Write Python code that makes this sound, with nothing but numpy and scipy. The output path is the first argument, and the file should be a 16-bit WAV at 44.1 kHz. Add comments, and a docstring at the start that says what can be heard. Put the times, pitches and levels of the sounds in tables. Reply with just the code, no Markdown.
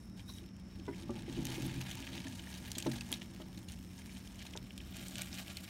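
"""Dry egg cartons are lifted and turned over in a plastic bin of roaches, close by in a quiet room.
Over a low rumble, a hum and a thin hiss, the pulp starts to rub in tiny slips, with a swish and squeaks.
From about 1 s the cartons bump and judder against the bin, and insect feet patter.
Edges catch and snap between short scrapes, hardest around 3 s.
After 4.2 s a carton is turned over and the rubbing rings in different hollows."""
import sys
import numpy as np
from scipy import signal
from scipy.fft import rfft, irfft, next_fast_len
from scipy.io import wavfile
from scipy.ndimage import uniform_filter1d

SR = 44100
rng = np.random.default_rng(int(sys.argv[2]) if len(sys.argv) > 2 else 0)


def inscribe(sig):
    """Save sig as 16-bit PCM at rate SR to the path in sys.argv[1].

    A 1-D sig is mono; a 2-D sig holds one channel per row.
    Samples are clipped to [-1, 1] before scaling.
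    """
    pcm = np.round(np.clip(np.atleast_2d(sig).T, -1, 1) * 32767)
    wavfile.write(sys.argv[1], SR, pcm.astype(np.int16))


N = 250929


def undb(db):
    """Decibels to gain."""
    return 10 ** (np.asarray(db) / 20)


def unit(x):
    """Scale to rms 1."""
    return x / np.sqrt(np.mean(x ** 2) + 1e-30)


def add(out, start_s, x):
    """Mix x into out from start_s."""
    i = int(start_s * SR)
    out[i:i + len(x)] += x[:max(len(out) - i, 0)]


def curve(rows, column=1):
    """One table column, interpolated over time."""
    rows = np.array(rows)
    return np.interp(np.arange(N) / SR, rows[:, 0], rows[:, column])


def swell(peak_s, rise_s, fall_s):
    """Smooth hump of height 1."""
    t = np.arange(N) / SR - peak_s
    return np.exp(-(t / np.where(t < 0, rise_s, fall_s)) ** 2)


def walk(rate_hz):
    """Random drift with a spread near 1."""
    points = rng.standard_normal(4096)
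    return np.interp(np.arange(N) / SR * rate_hz, np.arange(len(points)), points)


def shape(hz, points):
    """Spectrum in dB through (Hz, dB) points, on a log-frequency axis."""
    points_hz, db = np.transpose(points)
    return np.interp(np.log(hz), np.log(points_hz), db)


def rings(hz, rows):
    """Resonance peaks and dips in dB."""
    return sum(db / (1 + (2 * (hz - centre_hz) / width_hz) ** 2) for centre_hz, width_hz, db in rows)


def colour(x, db_at):
    """Minimum-phase filter with a gain of db_at(hz) dB."""
    n = 2 * next_fast_len(len(x))
    hz = np.maximum(np.fft.rfftfreq(n, 1 / SR), 1)
    cepstrum = irfft(db_at(hz) * np.log(10) / 20)
    cepstrum[1:n // 2] *= 2
    cepstrum[n // 2 + 1:] = 0
    return irfft(rfft(x, n) * np.exp(rfft(cepstrum)))[:len(x)]


def lowpass(x, hz, order):
    """Butterworth low-pass, run forward and back."""
    return signal.sosfiltfilt(signal.butter(order, hz, fs=SR, output="sos"), x)


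def grains(rate_hz, spread_db, fray_s, fray):
    """Random clicks of uneven size, each fraying into a short noisy tail."""
    sizes = undb(spread_db * np.minimum(rng.exponential(size=N), 4))
    clicks = (rng.random(N) < rate_hz / SR) * sizes * rng.choice([-1, 1], N)
    tail_power = signal.lfilter([1 / (fray_s * SR)], [1, -np.exp(-2 / (fray_s * SR))], clicks ** 2)
    return unit(clicks + fray * np.sqrt(tail_power) * rng.standard_normal(N))


# Room noise spectrum. Each row: frequency in Hz, relative level in dB.
ROOM_SPECTRUM = [(22, -59.5), (45, 1), (68, 4.5), (100, 2.5), (150, -7), (235, -2), (320, -9), (450, -20.5),
                 (900, -25.5), (2300, -31), (4000, -45.5), (6500, -42.5), (10000, -45), (16000, -58)]
# Hum and hiss bands. Each row: centre in Hz, width in Hz, gain in dB.
ROOM_BANDS = [(191, 38, 5), (5360, 740, 22.5)]
def room(air_db=-51, hum_hz=187, hum_db=-55.5):
    """Steady rumble with a wavering hum and a narrow hiss."""
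    air = colour(rng.standard_normal(N), lambda hz: shape(hz, ROOM_SPECTRUM) + rings(hz, ROOM_BANDS))
    air = signal.sosfilt(signal.butter(2, 30, "high", fs=SR, output="sos"), air)
    phase = 2 * np.pi * np.cumsum(hum_hz + 3.63 * walk(12)) / SR
    hum = np.sin(phase) * undb(0.26 * walk(9))
    return unit(air) * undb(air_db) + unit(hum) * undb(hum_db)


# Swish envelope. Each row: time in seconds, level in dB.
BRUSH_LEVELS = [(.25, -79), (.295, -55), (.33, -63), (.385, -60.5), (.44, -86)]
# Swish resonances. Each row: centre in Hz, width in Hz, gain in dB.
BRUSH_BANDS = [(3790, 340, 26), (5600, 1000, 16), (10800, 2900, 11)]
def brush():
    """A light brush past the microphone makes a brief, airy swish."""
    swish = colour(rng.standard_normal(N), lambda hz: rings(hz, BRUSH_BANDS))
    return unit(swish) * undb(curve(BRUSH_LEVELS) + 0.85 * walk(100))


# Dry pulp spectrum. Each row: frequency in Hz, gain in dB.
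PULP_SPECTRUM = [(150, -32.5), (450, -10), (700, 1), (900, -3.5), (1250, -1), (1700, 0.5), (2300, 4),
                 (3200, 4.5), (4200, 2), (5100, -2.5), (6400, 0), (9500, -6), (13500, -9), (16000, -12)]
# Egg cup resonances. Each row: centre in Hz, width in Hz, gain in dB.
CUP_BANDS = [(1702, 284, 6), (2210, 79, -1), (7560, 1700, -2), (10340, 350, -11), (12500, 700, -1)]
def pulp(hz):
    """What dry moulded pulp radiates, in dB."""
    return shape(hz, PULP_SPECTRUM) + rings(hz, CUP_BANDS)


# Patter envelope. Each row: time in seconds, level in dB.
FEET_LEVELS = [(.1, -74), (.7, -97), (1.5, -59.5), (3.2, -68), (3.9, -69.5), (5.4, -74)]
def feet():
    """Roach feet tick on the pulp."""
    steps = grains(rate_hz=50, spread_db=3, fray_s=.001, fray=.8)
    ticks = colour(steps, lambda hz: pulp(hz) + 2.2 * np.log2(hz))
    return unit(ticks) * undb(curve(FEET_LEVELS))


# Pulp squeaks. 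Each row: start in seconds, length in seconds, first and last pitch in Hz, level in dB.
PULP_SQUEAKS = [(0, 0.088, 9850, 9750, -80), (0.28, 0.036, 4070, 3910, -58.5),
                (0.279, 0.037, 1410, 910, -63), (0.921, 0.029, 1830, 2160, -60.5),
                (1.152, .03, 804, 910, -75), (4.8, 0.0092, 3940, 1600, -53)]
def squeaks(wander_hz=280):
    """Pulp sticks and slips in a rough, gliding tone."""
    out = np.zeros(N)
    for start_s, length_s, first_hz, last_hz, db in PULP_SQUEAKS:
        n = int(length_s * SR)
        wander = unit(uniform_filter1d(rng.standard_normal(N // 8), size=20)[:n])
        pitch_hz = np.linspace(first_hz, last_hz, n) + wander_hz * wander
        tone = np.sin(2 * np.pi * np.cumsum(pitch_hz) / SR)
        add(out, start_s, unit(tone * np.hanning(n)) * undb(db))
    return out


def ringing(t, modes):
    """Decaying modes, slightly detuned on every blow."""
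    detunes = 1 + .006 * rng.standard_normal(len(modes))
    return sum(undb(db) * np.exp(-np.log(1000) * t / t60_s) * np.sin(2 * np.pi * hz * detune * t)
               for (hz, db, t60_s), detune in zip(modes, detunes))


# Plastic bin modes. Each row: frequency in Hz, relative level in dB, T60 in seconds.
BIN_MODES = [(53, 11, 0.089), (130.6, 2, 0.41), (175.4, 6, 0.091), (231.1, -8.5, 0.92), (272.7, 4, 0.15),
             (333.2, 5, 0.14), (380, 1.5, 0.038), (456, -8, 0.12), (565.4, -4, 0.073), (609, -6.5, 0.13),
             (773, -42, 0.3), (876, 1.5, 0.049), (989, -13, 0.1)]
# Carton modes. Each row: multiple of its pitch, relative level in dB, T60 in seconds.
CARTON_MODES = [(1.002, 14.5, 0.14), (1.54, -27, 0.04), (1.88, -3, 0.08), (2.43, 3, 0.13),
                (3.75, 4.5, 0.062), (5.1, 2.5, 0.092)]
# Blows on the bin. Each row: start in seconds, level over 50 ms in dB, low cut in Hz,
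# contact bandwidth in Hz, carton pitch in Hz, carton over bin in dB before filtering.
BIN_BUMPS = [(0.419, -58, 330, 340, 342, 10), (0.79, -55.5, 300, 340, 323, 0),
             (0.879, -43.5, 322, 1600, 396, -4), (0.884, -44, 220, 300, 276, 12),
             (1.092, -41.5, 200, 1040, 231.5, 10), (1.097, -44.5, 300, 400, 358, 13.5),
             (1.152, -48, 179, 328, 227, -5), (1.279, -46, 300, 380, 343, -9),
             (1.374, -36.5, 88, 308, 338, -11), (1.58, -40.5, 90, 307, 309, -4.5),
             (1.626, -46, 100, 450, 278, -16), (1.76, -42, 90.5, 168, 263, -6),
             (2.004, -51.5, 201, 400, 261, -2), (2.251, -48, 220, 430, 267.7, 13),
             (2.768, -50, 150, 900, 247, -8.5), (2.8612, -34.5, 230, 950, 278, -31),
             (3.111, -49, 215, 1200, 265, -7.5), (3.399, -51.5, 260, 1100, 254, -6),
             (4.552, -52.5, 604, 1200, 395, -13)]
def bumps(attack_s=0.0021, scuff_s=.016):
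    """A soft blow rings bin and carton, with a faint scuff; softer contact passes less treble."""
    out, t = np.zeros(N), np.arange(SR // 2) / SR
    for start_s, db, low_hz, contact_hz, pitch_hz, carton_db in BIN_BUMPS:
        modes = [(ratio * pitch_hz, mode_db, t60_s) for ratio, mode_db, t60_s in CARTON_MODES]
        carton = undb(carton_db) * unit(ringing(t, modes))
        scuff_db = -10 + .7 * max(carton_db, 0)
        scuff = undb(scuff_db) * unit(rng.standard_normal(len(t)) * np.exp(-t / scuff_s))
        body = (unit(ringing(t, BIN_MODES)) + carton + scuff) * (1 - np.exp(-t / attack_s))
        thud = colour(body,
                      lambda hz: -10 * np.log10((1 + (low_hz / hz) ** 4) * (1 + (hz / contact_hz) ** 4)))
        add(out, start_s, unit(thud) * undb(db) * np.sqrt(.05 / t[-1]))
    return out


# Judder from the carton leaning on the bin. Each row: time in seconds, level in dB.
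LEAN_LEVELS = [(0, -74), (.7, -65), (.95, -55), (1.06, -55), (1.18, -43.5), (1.25, -57), (1.32, -46.5),
               (1.5, -47), (1.66, -44.5), (1.88, -54), (2.15, -51.5), (2.6, -58), (3.4, -55.5), (4.1, -69),
               (4.55, -62), (5.2, -55.5), (5.69, -65)]
def drag_gain(skid_db=-47.5, db_per_bump_db=0.76, delay_s=0.041, fall_s=0.078):
    """The carton's weight on the bin, plus a short skid after each bump."""
    hardest_db = max(db for _, db, *_ in BIN_BUMPS)
    power = undb(curve(LEAN_LEVELS)) ** 2
    for start_s, db, *_ in BIN_BUMPS:
        skid_gain = undb(skid_db + db_per_bump_db * (db - hardest_db))
        power += skid_gain ** 2 * swell(start_s + delay_s, delay_s / 2, fall_s)
    return np.sqrt(power)


# Judder spectrum. Each row: frequency in Hz, gain in dB.
JUDDER_SPECTRUM = [(60, -13), (130, 2), (330, 0.5), (600, -4.5), (950, -6.0), (1500, -16.5), (4000, -42.5)]
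def drag(direct_over_wall_db=-9.5):
    """The dragged carton judders, heard directly and through the ringing bin walls."""
    wall = ringing(np.arange(SR // 2) / SR, BIN_MODES)
    friction = rng.standard_normal(N) * undb(3.1 * walk(40))
    judder = colour(friction, lambda hz: shape(hz, JUDDER_SPECTRUM))
    through_wall = unit(signal.fftconvolve(judder, wall)[:N])
    return unit(through_wall + undb(direct_over_wall_db) * unit(judder)) * drag_gain()


def slips(flicker_db=3.2):
    """Gritty slips; the contact wanders over the pulp, so each band flares on its own."""
    grit = grains(rate_hz=2600, spread_db=2.9, fray_s=.0012, fray=1.6)
    below = [0] + [lowpass(grit, hz, order=4) for hz in np.geomspace(800, 13000, 14)] + [grit]
    return sum((upper - lower) * undb(flicker_db * walk(100)) for lower, upper in zip(below, below[1:]))


def wall_echoes(x, gain=.17, count=4):
    """Nearby cups and bin walls add echoes of a few ms that shift as the carton moves."""
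    out = x.copy()
    for k in range(count):
        lag_s = rng.uniform(.0008, .005) * (1 + .012 * walk(4))
        earlier = np.maximum(np.arange(N) - (lag_s * SR).astype(int), 0)
        out += gain * (-1) ** k * x[earlier]
    return out


# The hand slides the carton. Each row: time in seconds, relative level in dB, treble offset in dB.
SLIDE_LEVELS = [(0.0, -70.5, 4), (0.12, -77, -1), (0.36, -62, 0), (0.52, -72.5, -11), (0.9, -62, -4.5),
                (1.25, -57.5, -11.5), (1.55, -46, -7), (1.76, -51.5, -8), (2.1, -50, -10.5),
                (2.36, -55, -4.5), (2.8, -54.5, -3.5), (3.08, -53.5, -6), (3.35, -62.5, -4.5),
                (3.85, -68.5, 2), (4.06, -58.5, -2.5), (4.72, -63.5, -4), (5.05, -53, -0.5),
                (5.69, -55.5, -2)]
# The carton gives way. Each row: peak in seconds, length in seconds, relative level in dB.
SLIDE_SCRAPES = [(0.203, 0.047, -59), (0.745, 0.077, -72), (1.004, 0.047, -54), (1.188, .05, -56.5),
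                 (1.317, 0.11, -60.5), (1.898, 0.046, -47.5), (2.004, 0.025, -58), (2.174, 0.045, -54),
                 (2.542, 0.056, -51), (2.692, 0.046, -50.5), (2.954, 0.038, -44.5), (3.14, 0.045, -51),
                 (3.225, 0.027, -62), (3.413, 0.019, -55.5), (3.715, 0.037, -57.5), (3.93, 0.027, -60),
                 (4.0, .03, -56.5), (4.442, 0.1, -55.5), (5.01, .08, -50.5), (5.198, 0.043, -44.5),
                 (5.384, 0.066, -50.5), (5.504, .035, -45.5)]
def slide_gains(rise_share=.55, scrape_treble_db=-7, stick_depth=0.3, stick_s=0.014):
    """Mid and treble gains of a slide that gives way in short scrapes and sticks after each."""
    stuck, scrape_power = np.zeros(N), np.zeros(N)
    for peak_s, length_s, db in SLIDE_SCRAPES:
        scrape_power += undb(db) ** 2 * swell(peak_s, rise_share * length_s, (1 - rise_share) * length_s)
        stuck += swell(peak_s + 1.13 * length_s, stick_s, stick_s)
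    steady = undb(curve(SLIDE_LEVELS)) * np.clip(1 - stick_depth * stuck, 0, 1)
    steady_treble = steady * undb(curve(SLIDE_LEVELS, column=2))
    scrapes = np.sqrt(scrape_power)
    return np.hypot(steady, scrapes), np.hypot(steady_treble, scrapes * undb(scrape_treble_db))


# Carton hollows before and after the turn. Each row: centre in Hz, width in Hz, gain in dB.
LIFTED_BANDS = [(913, 110, 10.5), (1420, 260, -5), (9530, 2000, 5)]
TURNED_BANDS = [(605, 300, 6), (990, 220, -8), (1140, 120, 6.5), (1740, 210, -5.5), (6400, 300, -8)]
def rubbing(turn_start_s=4.24, turn_length_s=0.4, mid_trim_db=-1.48, treble_trim_db=3.0):
    """Fibres slip in uneven spurts and ring the hollows, which change as the carton turns over."""
    spurts = undb(1.82 * walk(150) + 0.7 * walk(40))
    friction = wall_echoes(slips() * spurts)
    lifted = unit(colour(friction, lambda hz: pulp(hz) + rings(hz, LIFTED_BANDS)))
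    turned = unit(colour(friction, lambda hz: pulp(hz) + rings(hz, TURNED_BANDS)))
    turn = np.clip((np.arange(N) / SR - turn_start_s) / turn_length_s, 0, 1)
    rub = lifted + (turned - lifted) * turn
    mids = lowpass(rub, 6000, order=3)
    mid_gain, treble_gain = slide_gains()
    return undb(mid_trim_db) * mids * mid_gain + undb(treble_trim_db) * (rub - mids) * treble_gain


TEAR_SAMPLES = 128  # tearing ahead of the click
# Snap colour on top of the pulp's. Each row: frequency in Hz, gain in dB.
SNAP_SPECTRUM = [(500, 2.5), (1300, -8.0), (2300, 3.5), (9000, 4.5), (15000, -5)]
def snap(db, ring_hz, tilt_db_per_octave, decay_s, ring_db=8):
    """Fibres tear, the edge lets go with a click and crumbles; each spot has its own resonances."""
    t = np.arange(-TEAR_SAMPLES, 1920) / SR
    force = np.interp(db, [-50, -36], [0, 1])
    tearing = (.6 - .4 * force) * np.exp(-abs(t) / (.35 * decay_s))
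    crumbling = np.exp(-abs(t) / decay_s) + .07 * np.exp(-abs(t) / 0.0082)
    burst = rng.standard_normal(len(t)) * np.where(t < 0, tearing, crumbling)
    burst[TEAR_SAMPLES] = (2.4 + 1.9 * force) * (0.0022 / decay_s) ** 2  # hard, short snaps click more
    spot = [(hz, 900, 5 * rng.choice([-1, 1])) for hz in rng.uniform(4000, 15000, 8)]
    spot.append((ring_hz, 0.18 * ring_hz, ring_db))

    def spectrum_db(hz):
        tilt_db = tilt_db_per_octave * np.log2(np.clip(hz, 1800, 12000) / ring_hz)
        return pulp(hz) + tilt_db + rings(hz, spot) + shape(hz, SNAP_SPECTRUM)

    return unit(colour(burst, spectrum_db)) * undb(db) * np.sqrt(.005 * SR / len(t))


def crumbs(count=80, loudest_db=-47.5, db_per_slide_db=0.6):
    """Crumbs break off at random, louder the harder the carton slides."""
    out = np.zeros(N)
    slide_db = 20 * np.log10(slide_gains()[0])
    crumb_db = loudest_db + db_per_slide_db * (slide_db - slide_db.max())
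    for i in rng.integers(TEAR_SAMPLES, N, count):
        ring_hz = 3000 * rng.lognormal(sigma=.18)
        decay_s = 0.0017 * rng.lognormal(sigma=.42)
        add(out, i / SR, snap(crumb_db[i], ring_hz, rng.normal(scale=3.5), decay_s))
    return out


# Edge catches. Each row: click time in seconds, level over 5 ms in dB, cup ring in Hz,
# tilt in dB per octave, decay in seconds.
EDGE_SNAPS = [(0.385, -53, 3270, 0, 0.0013), (0.462, -62, 5500, 4, 0.002), (1.4533, -40, 2230, 5, 0.0015),
              (1.4693, -43, 7340, 0.5, 0.0019), (1.665, -47.5, 12200, 13, 0.0023),
              (1.8122, -43, 2650, -1.5, 0.0014), (1.9125, -43.5, 3400, 0, 0.0042),
              (2.025, -47.5, 2850, -10, .0026), (2.0753, -46.5, 2600, -11, .0016),
              (2.1789, -45, 3560, -3, 0.0017), (2.2686, -47, 1770, -7.5, 0.0027),
              (2.3961, -48.5, 3000, -3, 0.003), (2.4715, -49.5, 3240, -11, 0.0025),
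              (2.7173, -39.5, 4080, 6, 0.0016), (2.752, -42, 3350, 0.5, 0.0096),
              (2.783, -35.5, 4630, 6, 0.0034), (2.8012, -44, 3240, 2, .0035), (2.825, -42, 3860, 2, 0.0025),
              (2.866, -42.5, 3900, -0.5, .0056), (2.916, -43, 4400, 0.5, 0.0038),
              (3.0092, -41, 2560, -2, .002), (3.118, -41.5, 10700, 18, 0.0011),
              (3.1268, -32.5, 3260, 1, 0.0013), (3.1388, -38.5, 3900, 2, 0.0045),
              (3.2182, -45, 2730, -8, 0.0023), (3.4187, -52.5, 3160, 0, 0.0026),
              (3.5756, -52, 4200, 2, 0.0028), (3.686, -48, 2940, 5, 0.005), (3.7202, -51, 9200, 10, 0.0017),
              (4.0944, -54, 2140, -9, 0.0051), (4.17, -52.5, 3200, 1, .002),
              (4.2741, -52.5, 3120, 1, 0.0024), (4.392, -50.5, 3100, 1, 0.0056),
              (4.4219, -50, 2380, -4, 0.0024), (4.467, -48, 3780, -1, .0027),
              (4.5357, -48, 3120, -6, 0.0041), (4.5637, -49, 7300, 3, 0.0037),
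              (4.5745, -42.5, 3700, 2, 0.0017), (4.707, -51, 2800, -9, 0.0016),
              (4.7788, -47, 3570, 3, 0.0012), (4.968, -48.5, 2816, 7, 0.001),
              (5.0836, -46, 4300, 10.5, .0015), (5.1562, -42, 2730, -1, 0.002),
              (5.183, -42, 3130, 3.5, 0.0013), (5.2189, -38, 2380, 4, 0.0017),
              (5.329, -45, 3500, 0.5, 0.0021), (5.342, -47.5, 3400, 4, .0034),
              (5.481, -48.5, 3100, -2, .001), (5.57, -40.5, 2300, 2, 0.0027)]
def snaps():
    """The carton's edges catch and let go."""
    out = np.zeros(N)
    for click_s, db, ring_hz, tilt_db_per_octave, decay_s in EDGE_SNAPS:
        add(out, click_s - TEAR_SAMPLES / SR, snap(db, ring_hz, tilt_db_per_octave, decay_s))
    return out


def scene():
    """All sources at one microphone."""
    return (room() + brush() + feet() + squeaks() + bumps() + drag() + rubbing() + crumbs() + snaps())[None]


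def record(dry):
    """The recorder cuts the top with a steep low-pass."""
    top_hz = 15750
    return signal.sosfilt(signal.ellip(10, .2, 70, top_hz, fs=SR, output="sos"), dry)


dry = scene()
out = record(dry)
inscribe(out)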